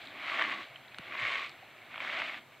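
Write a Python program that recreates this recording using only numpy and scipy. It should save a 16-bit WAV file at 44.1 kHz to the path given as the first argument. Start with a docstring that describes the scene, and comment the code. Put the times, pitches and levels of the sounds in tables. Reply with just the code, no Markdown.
"""Outdoors, close to a ribbed gold pan: muddy water and gravel are swirled round it three times.
Each swirl drags a sheet of grit over the pan, whose broad resonances colour it; larger pebbles knock
and bare sand hisses. Water trickles, gurgles and bubbles. Stones tick on the pan, which is bumped twice.
A faint low rumble and hiss lie behind."""
import sys
import numpy as np
from scipy import signal
from scipy.fft import rfft, irfft, next_fast_len
from scipy.io import wavfile
from scipy.ndimage import map_coordinates

SR = 44100
rng = np.random.default_rng(int(sys.argv[2]) if len(sys.argv) > 2 else 0)


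def unload_wav(signal):
    """Save mono or channel-first audio to the path in sys.argv[1] as 16-bit WAV at rate SR, clipped to [-1, 1]."""
    wavfile.write(
        sys.argv[1],
        SR,
        np.round(np.clip(np.atleast_2d(signal).T, -1, 1) * 32767).astype(np.int16),
    )


N = 114660
TIME_S = np.arange(N) / SR
EVENT_S = TIME_S[:SR // 5]  # time axis of one short sound


def from_db(db):
    """Decibels to gain."""
    return 10 ** (np.asarray(db) / 20)


def rms_one(x):
    """Scale to unit rms."""
    return x / np.sqrt(np.mean(x ** 2) + 1e-20)


def envelope(points):
    """Gain from (t/s, level/dB) points, silent outside them."""
    s, db = np.transpose(points)
    return from_db(np.interp(TIME_S, s, db, left=-120, right=-120))


def drift(rate_hz):
    """Slow random curve, rms 1."""
    hop, settle = 40, 2000
    r = np.exp(-2 * np.pi * rate_hz * hop / SR)
    noise = rng.standard_normal(N // hop + settle + 2)
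    slow = signal.lfilter([1], [1, -2 * r, r * r], noise)[settle:]
    return np.interp(np.arange(N) / hop, np.arange(len(slow)), rms_one(slow))


def colour(x, points, peaks=()):
    """Minimum-phase filter from (f/Hz, gain/dB) points and (f/Hz, width/Hz, boost/dB) resonances."""
    size = 2 * next_fast_len(x.shape[-1] // 2 + 4096)
    f = np.arange(size // 2 + 1) * SR / size + 1e-3
    hz, db = np.transpose(points)
    gain = from_db(np.interp(np.log(f), np.log(hz), db))
    for centre_hz, width_hz, boost_db in peaks:
        detune = 2 * (f - centre_hz) / width_hz
        gain *= np.sqrt(1 + (from_db(boost_db) ** 2 - 1) / (1 + detune ** 2))
    cepstrum = irfft(np.log(gain))
    cepstrum[1:size // 2] *= 2
    cepstrum[size // 2 + 1:] = 0
    return irfft(rfft(x, size) * np.exp(rfft(cepstrum)))[..., :x.shape[-1]]


def ring(clicks, hz, t60_s):
    """Resonator: a unit click starts a decaying sine of height 1."""
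    r, w = from_db(-60 / (t60_s * SR)), 2 * np.pi * hz / SR
    return signal.lfilter([0, np.sin(w)], [1, -2 * r * np.cos(w), r * r], clicks + 1e-18)


def ping(hz, t60_s, rise=0, attack_cycles=1.35):
    """Swelling, decaying sine; pitch gains the fraction `rise` over t60."""
    t = EVENT_S
    swell = 1 - np.exp(-(t * hz / attack_cycles) ** 2)
    glide = 1 + rise * np.minimum(t / t60_s, 2) / 2
    return swell * from_db(-60 * t / t60_s) * np.sin(2 * np.pi * hz * t * glide)


def grains(per_s, spread_db, cycles, low_hz, high_hz, pitches):
    """Random clicks, each ringing at one of several pitches with a t60 of `cycles`; rms 1."""
    sizes = from_db(spread_db * np.minimum(rng.exponential(1, N), 4)) * rng.choice([-1, 1], N)
    clicks = sizes * (rng.random(N) < per_s / SR)
    pitch_index = rng.integers(0, pitches, N)
    out = np.zeros(N)
    for k, hz in enumerate(np.geomspace(low_hz, high_hz, pitches)):
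        ringing = ring(clicks * (pitch_index == k), hz, cycles / hz)
        out += np.sqrt(hz) * rms_one(np.diff(ringing, prepend=0))  # sqrt evens the spectrum
    return rms_one(out)


def add(out, start_s, x):
    """Mix x in at start_s."""
    i = int(start_s * SR)
    out[i:i + len(x)] += x[:N - i]


def background(rumble_db=-61, hiss_db=-67):
    """Centred rumble; independent hiss in each ear."""
    # spectra: f/Hz, gain/dB
    rumble_eq = [(25, -60), (60, -21), (95, -6), (130, 3), (170, -8), (300, -8.5), (700, -5), (1500, -7.5),
                 (4000, -19), (8000, -55)]
    hiss_eq = [(30, -25), (70, 7), (140, 9.5), (500, 9.5), (2000, -3), (5500, -4), (8000, -1), (10000, -10),
               (12000, -1), (16000, -8)]
    rumble = rms_one(colour(rng.standard_normal(N), rumble_eq))
    hiss = rms_one(colour(rng.standard_normal((2, N)), hiss_eq))
    return from_db(rumble_db) * rumble + from_db(hiss_db) * hiss


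def trickle(wash_db=4):
    """Running water: small bubbles ring on a soft wash, coloured by the pan."""
    flow = [(0.0, -48.5), (0.07, -50), (0.6, -50), (0.78, -54.5), (0.96, -55.5), (1.05, -48.5), (1.5, -54),
            (1.6, -55.5), (1.86, -55.3), (2.35, -52.5), (2.48, -62), (2.52, -58.5), (2.6, -60)]  # t/s, level/dB
    water_eq = [(120, -13), (200, -22), (450, -11.5), (700, 0.5), (900, -5.5), (1500, -2.5), (2300, 1.5),
                (3300, -4.5), (4200, -9), (5100, -27.5), (8000, -41), (10000, -32)]  # f/Hz, gain/dB
    pan_modes = [(624, 116, 4), (2200, 110, 5.5)]  # f/Hz, width/Hz, boost/dB
    fizz = grains(per_s=2500, spread_db=0, cycles=33, low_hz=454, high_hz=6200, pitches=30)
    wash = from_db(wash_db) * rng.standard_normal(N)
    return envelope(flow) * rms_one(colour(fizz + wash, water_eq, pan_modes))


def gurgle():
    """The body of water gurgles in low, overlapping rings."""
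    swell = [(0.0, -72), (0.08, -59.5), (0.25, -68.5), (0.38, -60), (0.5, -55.5), (0.6, -56), (0.66, -75),
             (1.0, -76), (1.1, -61), (1.48, -64.5), (1.6, -73), (1.95, -67), (2.05, -63.5), (2.35, -64.5),
             (2.5, -75)]  # t/s, level/dB
    gurgle_eq = [(130, -36.5), (200, 3.5), (280, 4.5), (380, 6), (550, -17.5)]  # f/Hz, gain/dB
    rings = grains(per_s=1200, spread_db=1.5, cycles=17.7, low_hz=193, high_hz=411, pitches=10)
    return envelope(swell) * rms_one(colour(rings, gurgle_eq))


def bare_sand(surge, attack_s=0.02, release_s=0.11):
    """Fine sand hisses where the water drains off."""
    bare_spans = [(0.0, 0.074, -57, 20), (0.267, 0.617, -57.5, -5), (1.19, 1.45, -50, 9),
                  (2, 2.35, -56, 11)]  # start/s, end/s, level/dB, fall/(dB/s)
    sand_eq = [(1500, -22), (3500, 12), (4400, 3.5), (5400, -16.5), (8000, -12), (9500, -26.5)]  # f/Hz, gain/dB
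    contacts = grains(per_s=8900, spread_db=8.5, cycles=7.9, low_hz=3070, high_hz=9000, pitches=10)
    hiss = rms_one(colour(surge * contacts, sand_eq))
    out = np.zeros(N)
    for start_s, end_s, db, fall_db_per_s in bare_spans:
        age_s = TIME_S - start_s
        gate = np.clip(1 + np.minimum(age_s / attack_s, (end_s - TIME_S) / release_s), 0, 1)
        out += gate * from_db(db - fall_db_per_s * age_s) * hiss
    return out


def plops():
    """Single bubbles burst, each a ping of rising pitch."""
    bubbles = [(0.005, -46, 698, 0.027), (0.05, -63, 685, 0.021), (0.072, -31, 3700, 0.0075),
               (0.7592, -31, 2960, 0.012), (0.882, -41.5, 3750, 0.0091), (1.627, -40, 740, 0.036),
               (1.781, -39, 2150, 0.0094), (1.817, -43.5, 2150, 0.033)]  # t/s, level/dB, f/Hz, t60/s
    out = np.zeros(N)
    for s, db, hz, t60_s in bubbles:
        add(out, s, from_db(db) * ping(hz, t60_s, rise=0.22))
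    return out


def wander(x, depth=0.02, rate_hz=7):
    """The shifting load pulls all resonances slightly up and down."""
    position = np.cumsum(1 + depth * drift(rate_hz))
    return map_coordinates(x, [position], order=3, mode="mirror")


def gravel(surge, sand_db=-6):
    """Grit slides over the pan in three swirls; the resonances depend on where the load lies."""
    # swirl envelopes: t/s, level/dB
    swirl_1 = [(0.0, -79), (0.14, -52), (0.2, -45), (0.28, -37), (0.41, -31.5), (0.45, -34.5), (0.52, -35),
               (0.57, -43.5), (0.62, -41.5), (0.69, -66), (0.78, -60)]
    swirl_2 = [(0.96, -68), (1.0, -53.5), (1.07, -53.5), (1.15, -41), (1.22, -35.5), (1.27, -34),
               (1.36, -34.5), (1.45, -38.5), (1.51, -56), (1.58, -62)]
    swirl_3 = [(1.86, -61), (1.93, -50), (1.99, -48), (2.02, -39.5), (2.2, -36.5), (2.27, -37.5),
               (2.33, -44.5), (2.39, -48.5), (2.415, -76)]
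    # grit spectra: f/Hz, gain/dB
    grit_1 = [(120, -52), (180, -41), (240, -12), (450, -17), (850, -9.5), (1300, -2.5), (2200, 0.5),
              (3500, -5), (4300, -14), (5200, -25), (8000, -33.5), (10000, -43)]
    grit_2 = [(120, -10), (230, -23), (450, -10.5), (850, -13), (1300, -5), (2200, 4), (3500, -5.5),
              (4300, -16), (5200, -23), (8000, -34.5), (10000, -56)]
    grit_3 = [(120, -28), (230, -8.5), (450, -20), (620, -8.5), (850, -12.5), (1300, -6.5), (2200, 0.5),
              (3500, -9.5), (4300, -19), (5200, -28), (8000, -37.5), (10000, -52)]
    # wet pan resonances: f/Hz, width/Hz, boost/dB
    pan_1 = [(300, 46, 16), (640, 124, 10.5), (1130, 74, 11.5), (2130, 460, 5.5)]
    pan_2 = [(344, 22, 13), (650, 200, 5.6), (1133, 62, 15.7), (1872, 24, 6.8), (2150, 150, 4.9),
             (2420, 81, 3.5)]
    pan_3 = [(288, 42, 7.1), (640, 310, 5.4), (1170, 67, 6.7), (2200, 110, 3)]
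    swirls = (swirl_1, grit_1, pan_1), (swirl_2, grit_2, pan_2), (swirl_3, grit_3, pan_3)
    out = np.zeros(N)
    for swirl, grit, pan in swirls:
        contacts = grains(per_s=5000, spread_db=2, cycles=5.7, low_hz=511, high_hz=8560, pitches=24)
        sand = from_db(sand_db) * rng.standard_normal(N)
        slide = colour((contacts + sand) * surge, grit, pan)
        out += envelope(swirl) * rms_one(wander(slide))
    return out


def pebbles(ping_cycles=19, grind_s=0.0026, grind_db=-1.5, muffle_hz=(927, 3300)):
    """Each pebble grinds briefly over a rib, muffled by water, pings and sounds the pan."""
    knocks = [(0.297, -27, 2000), (0.393, -21.5, 1790), (0.402, -39, 1770), (0.4105, -23, 2150),
              (0.4143, -28, 1940), (0.4205, -19.5, 1840), (0.4228, -27, 2150), (0.4492, -25.5, 2130),
              (0.496, -32, 1980), (1.122, -30.5, 2040), (1.150, -35, 2000), (1.228, -28, 2180),
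              (1.251, -24, 2020), (1.267, -27, 2150), (1.346, -30, 2150), (1.355, -26.5, 2130),
              (1.942, -33.5, 2300), (1.958, -31.5, 2320), (1.978, -30.5, 2350), (2.003, -26.5, 2320),
              (2.048, -33, 2100), (2.098, -26.5, 1950), (2.132, -29.5, 2040), (2.161, -36.5, 2100),
              (2.174, -33, 2150), (2.187, -29, 2030), (2.195, -35, 2120), (2.200, -25.5, 2090),
              (2.2185, -25, 2180), (2.2956, -33, 2140), (2.321, -35.5, 2200), (2.343, -32.5, 2020)]  # t/s, level/dB (energy as rms over 1 ms), f/Hz
    pan_modes = [(720, -13.5, 0.032), (1190, -5.5, 0.0044)]  # f/Hz, level/dB, t60/s
    pan = sum(from_db(db) * rms_one(ping(hz, t60_s)) for hz, db, t60_s in pan_modes)
    contact = EVENT_S / grind_s * np.exp(-(EVENT_S / grind_s) ** 2)
    muffle = signal.butter(6, muffle_hz, "band", fs=SR, output="sos")
    out = np.zeros(N)
    for s, db, hz in knocks:
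        grind = rms_one(signal.sosfilt(muffle, contact * rng.standard_normal(len(EVENT_S))))
        knock = rms_one(ping(hz, ping_cycles / hz)) + pan + from_db(grind_db) * grind
        energy_ms = np.sum(knock ** 2) * 1000 / SR
        add(out, s, from_db(db) * knock / np.sqrt(energy_ms))
    return out


def stone_ticks(t60_s=0.0083):
    """Stone strikes the pan: hard noise bursts, duller under water."""
    strikes = [(0.759, -39, 3750), (0.945, -33.5, 4730), (0.9850, -27.5, 10500), (1.494, -39, 8600)]  # t/s, peak/dB, cutoff/Hz
    tick_eq = [(300, -27), (1200, 14.5), (4200, 11.5), (5500, -6), (8500, -4), (11500, -23)]  # f/Hz, gain/dB
    out = np.zeros(N)
    for s, db, cutoff_hz in strikes:
        burst = rng.standard_normal(len(EVENT_S)) * from_db(-60 * EVENT_S / t60_s)
        lowpass = signal.butter(8, cutoff_hz, fs=SR, output="sos")
        tick = signal.sosfilt(lowpass, colour(burst, tick_eq))
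        add(out, s, from_db(db) * tick / np.abs(tick).max())
    return out


def bumps():
    """The pan is bumped twice: two low, damped tones each time."""
    tones = [(0.9926, -29.5, 280, 0.011), (0.9958, -34, 137, 0.028), (1.222, -41.5, 124, 0.07),
             (1.237, -42, 75.4, 0.088)]  # t/s, level/dB, f/Hz, t60/s
    out = np.zeros(N)
    for s, db, hz, t60_s in tones:
        swell = 1 - np.exp(-2 * EVENT_S * hz)
        add(out, s, from_db(db) * swell * ring(EVENT_S == 0, hz, t60_s))
    return out


def scene(surge_db=0.73, surge_hz=16, low_cut_hz=66):
    """The pan is straight ahead; gravel and sand share the same small surges."""
    surge = from_db(surge_db * drift(surge_hz))
    solids = gravel(surge) + bare_sand(surge) + pebbles()
    water = trickle() + gurgle() + plops()
    low_cut = signal.butter(2, low_cut_hz, "high", fs=SR, output="sos")
    handling = signal.sosfilt(low_cut, stone_ticks() + bumps())
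    return solids + water + handling + background()


def record(dry):
    """Steep low-pass."""
    cutoff_hz = 15750
    return signal.sosfilt(signal.ellip(12, 0.1, 70, cutoff_hz, fs=SR, output="sos"), dry)


dry = scene()
out = record(dry)
unload_wav(out)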